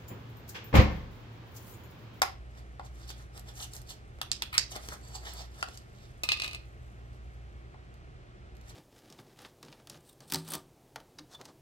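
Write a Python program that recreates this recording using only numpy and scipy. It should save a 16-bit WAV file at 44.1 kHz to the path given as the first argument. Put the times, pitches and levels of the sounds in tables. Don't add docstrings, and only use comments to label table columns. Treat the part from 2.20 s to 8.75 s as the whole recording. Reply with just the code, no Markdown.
import sys
import numpy as np
from scipy import signal
from scipy.fft import rfft, irfft, next_fast_len
from scipy.io import wavfile
from scipy.ndimage import uniform_filter1d

SR = 44100
rng = np.random.default_rng(int(sys.argv[2]) if len(sys.argv) > 2 else 0)


def int16_out(signal):
    q = np.round(np.clip(np.atleast_2d(signal).T, -1, 1) * 32767)
    wavfile.write(sys.argv[1], SR, q.astype(np.int16))


N = 288855

# frequency in Hz, relative level in dB, 60 dB decay time in seconds.
RIM_RESONANCES = [(1340, -11.5, 0.016), (2000, -9, 0.013), (2440, -8, .009), (3836, -6, 0.007),
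                  (4590, 2, 0.012), (5150, 4, 0.012), (6940, -1.5, 0.0039), (7990, -7.5, 0.00802),
                  (13330, -2.5, 0.006)]
# frequency in Hz, relative level in dB.
RIM_SPECTRUM = [(550, -23.5), (1700, -9), (4100, 0), (7700, -4), (12600, -20.5)]


def rim_snaps():
    # start in seconds, level in dB, tilt in dB per octave, focus, pitch factor due to strain.
    snaps = [(0.903, -45.5, 0, 0.4, 0.62), (1.1768, -54.5, 0, 0.086, 0.89), (1.1947, -57.5, 4.5, 0.13, .9),
             (1.5354, -51.5, 7, .5, 1), (1.5652, -51, 5.5, 0.59, 1.1), (1.6171, -60.5, 4, 0.18, 1.03),
             (1.987, -64, -4, 0.17, 0.44), (2.015, -33.5, 0, 0.42, .67), (2.116, -27, 1.3, 0.99, 1.02),
             (2.2216, -29.5, 0.7, 0.65, 0.7), (2.3798, -19, 0, 0.91, 1.0),
             (2.5625, -45.5, -1.5, 0.084, 0.89), (2.6866, -45, -1, 0.16, 1.17),
             (3.136, -60, 9.5, 0.23, .99), (3.4859, -50.5, -4, 0.49, 1.46), (3.574, -51, 3.5, 0.55, 1)]
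    return impacts(snaps, RIM_RESONANCES, RIM_SPECTRUM,
                   crack_db=7.5, crack_s=0.0016, scatter=0.047, trim_db=-1)


def lid_pop():
    pop = [(3.4271, -28, 0, 1)]
    modes = [(728, -9.5, 0.028), (1140, -10.5, 0.015), (1380, -3, 0.016), (1970, -3.5, 0.0082),
             (2700, -3, 0.011), (4870, 1.5, 0.015)]
    spectrum = [(550, -9.5), (1700, 0), (4100, -9.5), (7700, -14), (12600, -23)]
    return impacts([(*row, 1) for row in pop], modes, spectrum,
                   crack_db=3, crack_s=0.0014, scatter=0.0084, trim_db=-1)


def lid_bounces():
    bounces = [(4.0349, -34.5, 0.45), (4.0388, -42, 0.33), (4.089, -26.5, 1.15), (4.1185, -25, 1.19),
               (4.1261, -40, 0.66), (4.1311, -38, 1.4), (4.1725, -42.5, 1.1), (4.1989, -35, 1.1),
               (4.2196, -34, 0.96), (4.237, -40.5, 0.69), (4.2437, -36.5, .9), (4.2528, -46, 0.83),
               (4.262, -42.5, 0.88), (4.2781, -42, 0.71), (4.3117, -47, 0.84), (4.3319, -45.5, .65),
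               (4.3471, -41.5, 0.78)]
    modes = [(1220, -17, 0.081), (2077, -9, 0.057), (2532, -0.5, 0.075), (2637, 1, 0.031),
             (2870, -2, 0.024), (3300, -15, .05), (3700, -6.5, 0.033), (3870, -10, 0.02), (4150, -3, 0.021),
             (4630, -5, 0.011), (5300, -9, 0.012), (6500, -29, 0.014), (8260, -12, 0.028),
             (8780, -7.5, 0.022)]
    spectrum = [(550, -17), (1700, 0), (4100, -1), (7700, -11.5), (12600, -19)]
    return impacts([(s, db, 0, focus, 1) for s, db, focus in bounces], modes, spectrum,
                   crack_db=4.5, crack_s=0.0021, scatter=0.0096, trim_db=0)


def cup_knocks():
    knocks = [(0.0185, -23.5, 1, 0.55), (0.0271, -30.5, 1.5, 1.3), (0.5955, -53.5, -4.5, .7),
              (5.5426, -68, -5, 0.8)]
    modes = [(370, -17, 0.08), (577, -8, 0.038), (771, 1.5, 0.053), (835, 0.5, 0.034), (1056, -0.5, 0.03),
             (1110, -2, 0.03), (1400, -4.5, .028), (1705, -15, 0.016), (2050, -1, 0.018),
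             (2835, -8.5, .025), (3610, -7.5, .02), (5414, -14, .012)]
    spectrum = [(550, 1), (1700, 3), (4100, -7.5), (7700, -14.5), (12600, -21.5)]
    return impacts([(*row, 1) for row in knocks], modes, spectrum,
                   crack_db=9.5, crack_s=0.0023, scatter=0.007, trim_db=0.5)


def scoop_ticks():
    ticks = [(5.741, -71.5), (6.3523, -74), (6.368, -69.5), (6.412, -69.5)]
    return impacts([(s, db, 0, 0.1, 0.9) for s, db in ticks], RIM_RESONANCES, RIM_SPECTRUM,
                   crack_db=8, crack_s=0.0012, scatter=0.041, trim_db=0.5)


def impacts(blows, modes, spectrum, crack_db, crack_s, scatter, trim_db):
    bands = [(300, 1000), (1000, 2800), (2800, 6000), (6000, 10000), (10000, 16000)]
    crack_spectrum = [(200, -11.5), (480, -8.5), (900, -4), (5000, 6), (8000, 2), (10700, -5.5),
                      (13000, -5.5), (14300, -6), (16000, -18.5)]
    t, directions = np.arange(SR // 7) / SR, np.zeros((3, N))
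    hz, db, t60 = np.transpose(modes)[:, :, None]
    attack_samples, f = 323, np.fft.rfftfreq(2048, 1 / SR)
    centres = np.sqrt(np.prod(bands, axis=1))
    for start, level_db, tilt, focus, pitch in blows:
        band_db = level_db + tilt * np.log2(centres / centres[2]) + focus * curve(spectrum, centres / pitch)
        for direction in directions:
            detune, share, turn = rng.standard_normal((3, len(modes), 1))
            phase = 2 * np.pi * (hz * pitch * (1 + scatter * detune) * t + turn)
            ring = (amp(db + 1.5 * share - 60 * t / t60) * np.sin(phase)).sum(0)
            burst = rng.standard_normal(len(t)) * np.exp(-t / crack_s)
            sound = ring + amp(crack_db) * colour(burst, crack_spectrum)
            for _ in range(2):
                power = abs(rfft(sound[:attack_samples], 2048)) ** 2 / (1024 * attack_samples)
                attack_db = [10 * np.log10(power[(f >= lo) & (f < hi)].sum() + 1e-20) for lo, hi in bands]
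                sound = colour(sound, np.c_[centres, band_db - attack_db])
            add(direction, start, sound)
    bandpass = signal.butter(2, [260, 14500], "band", fs=SR, output="sos")
    return amp(trim_db) * signal.sosfilt(bandpass, directions)


def finger_rubs(body_db=-0.5, rasp_db=-2, hiss_db=-2):
    # time of firmest grip, rise and fall in seconds, wall rasp in dB,
    # then hollow body and skin hiss in dB relative to the rasp.
    strokes = [(0.385, 0.069, 0.044, -60, 1, -11), (0.655, 0.042, 0.038, -62, 0, -1.5),
               (0.825, 0.12, 0.061, -59.5, -1, -3.5), (0.892, 0.024, 0.045, -48, -6.5, -4),
               (1.02, .11, 0.042, -61.5, 2, -3.5), (1.164, 0.036, 0.051, -57, 3, 1.5),
               (1.29, 0.051, 0.05, -57.5, 3, -1.5), (1.38, 0.046, 0.073, -54.5, 0, 6.5),
               (1.435, 0.073, 0.029, -47.5, -4.5, 3.5), (1.55, 0.043, 0.057, -52.5, -3.5, 2),
               (1.709, 0.043, 0.031, -45.5, -9.5, -3), (2.521, .025, 0.044, -47, -1, 0.5),
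               (2.566, 0.038, 0.019, -49.5, 9, -7), (2.64, 0.057, 0.16, -55.5, -2, 1.5),
               (2.729, 0.033, 0.031, -48.5, 5, 2), (2.9, .13, 0.12, -60, 1.5, -1),
               (2.958, .035, 0.016, -47.5, -2.5, -3.5), (3.075, 0.075, 0.083, -46, -3.5, -9.5),
               (3.194, 0.097, 0.068, -49, -2.5, -6.5), (3.412, 0.11, 0.031, -53.5, -2.5, -5),
               (3.559, 0.19, .06, -56, -6.5, -6.5), (3.839, 0.22, 0.12, -63.5, -10, -12.5),
               (6.419, 0.063, .06, -74.5, -4, -6), (6.504, 0.054, 0.022, -56, -1.5, -1.5)]
    # frequency in Hz, gain in dB.
    body_spectrum = [(120, -7.5), (350, -7), (520, -5.5), (760, 2), (1000, -5.5), (1400, -3.5),
                     (2100, -6.5), (3000, -31.5)]
    rasp_spectrum = [(1900, -23.5), (2650, -6.5), (3500, 0), (4000, -3.5), (4600, -2), (5400, -2.5),
                     (6500, -7.5), (7700, -8), (8700, -21.5)]
    hiss_spectrum = [(4600, -25), (6000, 2), (7500, -0.5), (9400, -5), (11000, -5), (12700, -6.5),
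                     (14200, -9.5), (15800, -23)]
    faint_hiss = [(0, -82), (4.0, -78), (4.55, -78.5), (5.3, -84.5), (6.0, -95), (6.55, -97)]
    *_, wall, body, skin = np.transpose(strokes)
    hollow = scrape(stroke_envelope(strokes, wall + body + body_db), body_spectrum)
    rasp = scrape(stroke_envelope(strokes, wall + rasp_db), rasp_spectrum)
    hiss = scrape(stroke_envelope(strokes, wall + skin + hiss_db), hiss_spectrum)
    return hollow + rasp + hiss + scrape(faint_hiss, hiss_spectrum)


def stroke_envelope(strokes, peaks_db, drop_db=19.5, roundness=1.35):
    t = np.arange(0, N, 64) / SR
    peak_s, rise_s, fall_s = np.transpose(strokes)[:3, :, None]
    away = np.maximum((peak_s - t) / rise_s, (t - peak_s) / fall_s)
    power = amp(peaks_db[:, None] - drop_db * abs(away) ** roundness) ** 2
    return np.c_[t, 10 * np.log10(power.sum(0) + 1e-12)]


def rim_grind():
    envelope = [(2.323, -75), (2.329, -37.5), (2.345, -39.5), (2.376, -41), (2.383, -85)]
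    spectrum = [(600, -23), (1200, -2), (1700, -9.5), (2250, 1), (2900, -7), (4000, -8), (6000, -20.5)]
    return scrape(envelope, spectrum)


def lid_slide():
    envelope = [(2.8, -80), (2.84, -65), (2.92, -59), (2.955, -46.5), (3.0, -68), (3.07, -55), (3.13, -65),
                (3.19, -52.5), (3.24, -72), (3.28, -85)]
    spectrum = [(550, -26), (780, 3.5), (1050, -3), (1700, -21.5), (3900, -20), (4550, 0.5), (5300, -18.5),
                (6900, -6), (7750, -1.5), (8500, -30.5)]
    return scrape(envelope, spectrum)


def scoop_brush():
    envelope = [(4.91, -94.5), (4.93, -71.5), (4.975, -81), (5.0, -99), (5.125, -95), (5.142, -73.5),
                (5.16, -88.5)]
    spectrum = [(2500, -25), (4500, 2), (7000, -3), (8500, -2), (10500, -5), (14000, -12.5), (16000, -23)]
    return scrape(envelope, spectrum)


def scrape(envelope, spectrum, grip_db=1.5, fade_s=0.15):
    spectrogram = signal.stft(colour(slips(), spectrum), nperseg=256)[2]
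    grip = uniform_filter1d(rng.standard_normal(spectrogram.shape), size=4, axis=0)
    grip = unit(uniform_filter1d(grip, size=30, axis=1))
    sound = signal.istft(spectrogram * amp(grip_db * grip), nperseg=256)[1][:N]
    s, db = np.transpose(envelope)
    level_db = np.interp(np.arange(N) / SR, np.r_[s[0] - fade_s, s, s[-1] + fade_s], np.r_[-120, db, -120])
    return amp(level_db) * unit(sound)


def slips(per_s=3000, spread_db=3, smooth=0.56, stutter_db=3):
    sizes = amp(spread_db * np.minimum(rng.exponential(1, N), 5)) * rng.choice([-1, 1], N)
    grains = unit(sizes * (rng.random(N) < per_s / SR))
    return unit((grains + smooth * rng.standard_normal(N)) * amp(stutter_db * drift(160)))


def workshop(directions, wet_db, pan_db, port_lag_s):
    echoes = [(.0016, .0019, 0.38), (.0023, 0.0024, 0.14), (.0086, 0.0082, 0.18), (0.009, 0.0082, 0.12),
              (0.015, .0147, 0.18)]
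    direct, *outward = directions
    near = np.array([direct, delay(direct, port_lag_s)]) * amp([[pan_db / 2], [-pan_db / 2]])
    for left_s, right_s, gain in echoes:
        near += gain * np.array([delay(outward[0], left_s), delay(outward[1], right_s)])
    reverberation = sum(signal.oaconvolve(x[None], room_tail(), axes=1)[:, :N] for x in outward)
    return near + amp(wet_db) * reverberation


def room_tail(build_s=0.0017, reflections_per_s=5000):
    spectrum = [(300, 0), (800, 4), (1800, 1), (3500, 2), (6000, -1.5), (10000, 0.5), (14000, -0.5)]
    decay = [(200, 0.3), (1000, 0.25), (3000, 0.28), (5500, 0.26), (9000, 0.18), (15000, 0.22)]
    taps = rng.standard_normal((2, SR // 2)) * (rng.random((2, SR // 2)) < reflections_per_s / SR)
    hz, t, spectrogram = signal.stft(taps, SR, nperseg=256)
    gain_db = curve(spectrum, hz)[:, None] - 60 * t / curve(decay, hz)[:, None]
    tail = signal.istft(spectrogram * amp(gain_db), SR, nperseg=256)[1]
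    tail *= 1 - np.exp(-(np.arange(tail.shape[1]) / SR / build_s) ** 2)
    return tail / np.linalg.norm(tail, axis=1, keepdims=True)


def motor_hum(main_db=-52.5, partner_db=-57, second_db=-59, fan_db=-63):
    motor_hz, fan_hz = 59.2, 42.2
    beat_s, crest_s = 2.1, 0.75
    flutter_db, waver_db, fan_swing_db = 1.35, 1.5, 4
    t = np.arange(N) / SR
    beat = 2 * np.pi * (t - crest_s) / beat_s
    motor, second, fan = 2 * np.pi * (np.outer([motor_hz, 2 * motor_hz, fan_hz], t) + rng.random((3, 1)))
    pair = amp(main_db) * np.sin(motor) + amp(partner_db) * np.sin(motor + beat)
    pair *= amp(flutter_db * drift(8))
    overtone = amp(second_db + waver_db * drift(4.5)) * np.sin(second)
    fan_tone = amp(fan_db - fan_swing_db * np.cos(beat)) * np.sin(fan)
    return np.sqrt(2) * (pair + overtone + fan_tone)


def ventilation(rumble_db=-53, air_db=-57.5, port_lag_s=0.00033):
    # frequency in Hz, relative spectral density in dB.
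    rumble = [(15, -26), (32, 3.5), (46, 19.5), (58, 16.5), (72, 23.5), (88, 17.5), (108, 14.5),
              (124, 18.5), (136, 13), (180, -4), (260, -44)]
    air = [(88, -35.5), (150, -9), (213, -3.5), (254, -9.5), (361, -3.5), (457, -9), (504, -11),
           (545, -10.5), (759, -10.5), (941, -19), (1040, -16.5), (1310, -13.5), (2180, -18), (8400, -38),
           (16000, -74)]
    f = np.fft.rfftfreq(N, 1 / SR)
    left, diffuse = rfft(rng.standard_normal((2, N)))
    coherence = curve([(100, 0.99), (200, 0.89), (400, 0.3), (1500, 0.8), (3000, 0.63), (6000, 0.038)], f)
    right = coherence * left * np.exp(-2j * np.pi * f * port_lag_s) + np.sqrt(1 - coherence ** 2) * diffuse
    return sum(amp(db) * unit(irfft(np.array([left, right]) * amp(curve(spectrum, f)), N))
               for spectrum, db in ((rumble, rumble_db), (air, air_db)))


def colour(x, points):
    size = next_fast_len(len(x) + 2048)
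    log_gain = np.log(amp(curve(points, abs(np.fft.fftfreq(size, 1 / SR)))))
    response = np.exp(np.conj(signal.hilbert(log_gain)))
    return np.fft.ifft(np.fft.fft(x, size) * response).real[:len(x)]


def curve(points, hz):
    f, value = np.transpose(points)
    return np.interp(np.log(hz + 1), np.log(f + 1), value)


def drift(per_s):
    knots = rng.standard_normal(int(N / SR * per_s) + 2)
    return unit(np.interp(np.arange(N) * per_s / SR, np.arange(len(knots)), knots))


def add(mix, s, sound):
    part = mix[max(round(s * SR), 0):][:len(sound)]
    part += sound[:len(part)]


def delay(x, s):
    return np.pad(x, (max(round(s * SR), 0), 0))[:N]


def amp(db):
    return 10 ** (np.asarray(db) / 20)


def unit(x):
    return x / np.sqrt(np.mean(x ** 2) + 1e-20)


def scene():
    port_tilt = [(100, -3), (1000, 0), (2600, 0.5), (3400, -5.5), (4400, -9.5), (5300, -9), (6500, -1.5),
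                 (7500, -1), (8500, 3), (10000, 7.5), (12300, -5), (14000, 0.5), (15500, 1)]
    snaps, ticks, knocks, pop, bounces = rim_snaps(), scoop_ticks(), cup_knocks(), lid_pop(), lid_bounces()
    cup = workshop(snaps + ticks + pop, wet_db=-11, pan_db=1.5, port_lag_s=0.00025)
    friction = finger_rubs() + rim_grind() + lid_slide() + scoop_brush()
    cup += workshop([friction] * 3, wet_db=-9, pan_db=1.5, port_lag_s=0.00023)
    cup += workshop(knocks, wet_db=-10.5, pan_db=2, port_lag_s=0.00023)
    cup += workshop(bounces, wet_db=-10.5, pan_db=3, port_lag_s=0.00026)
    hz, tilt_db = np.transpose(port_tilt)
    ports = [colour(cup[0], np.c_[hz, tilt_db / 2]), colour(cup[1], np.c_[hz, -tilt_db / 2])]
    return np.array(ports) + (motor_hum() + ventilation()) * amp([[-0.2], [0.2]])


def record(dry, bass_hz=19, edge_hz=16300):
    left = signal.sosfilt(signal.butter(1, bass_hz, "high", fs=SR, output="sos"), dry[0])
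    lowpass = signal.firwin(401, edge_hz, window=("kaiser", 9), fs=SR)
    return signal.oaconvolve(np.array([left, dry[1]]), lowpass[None], "same")


dry = scene()
out = record(dry)
int16_out(out)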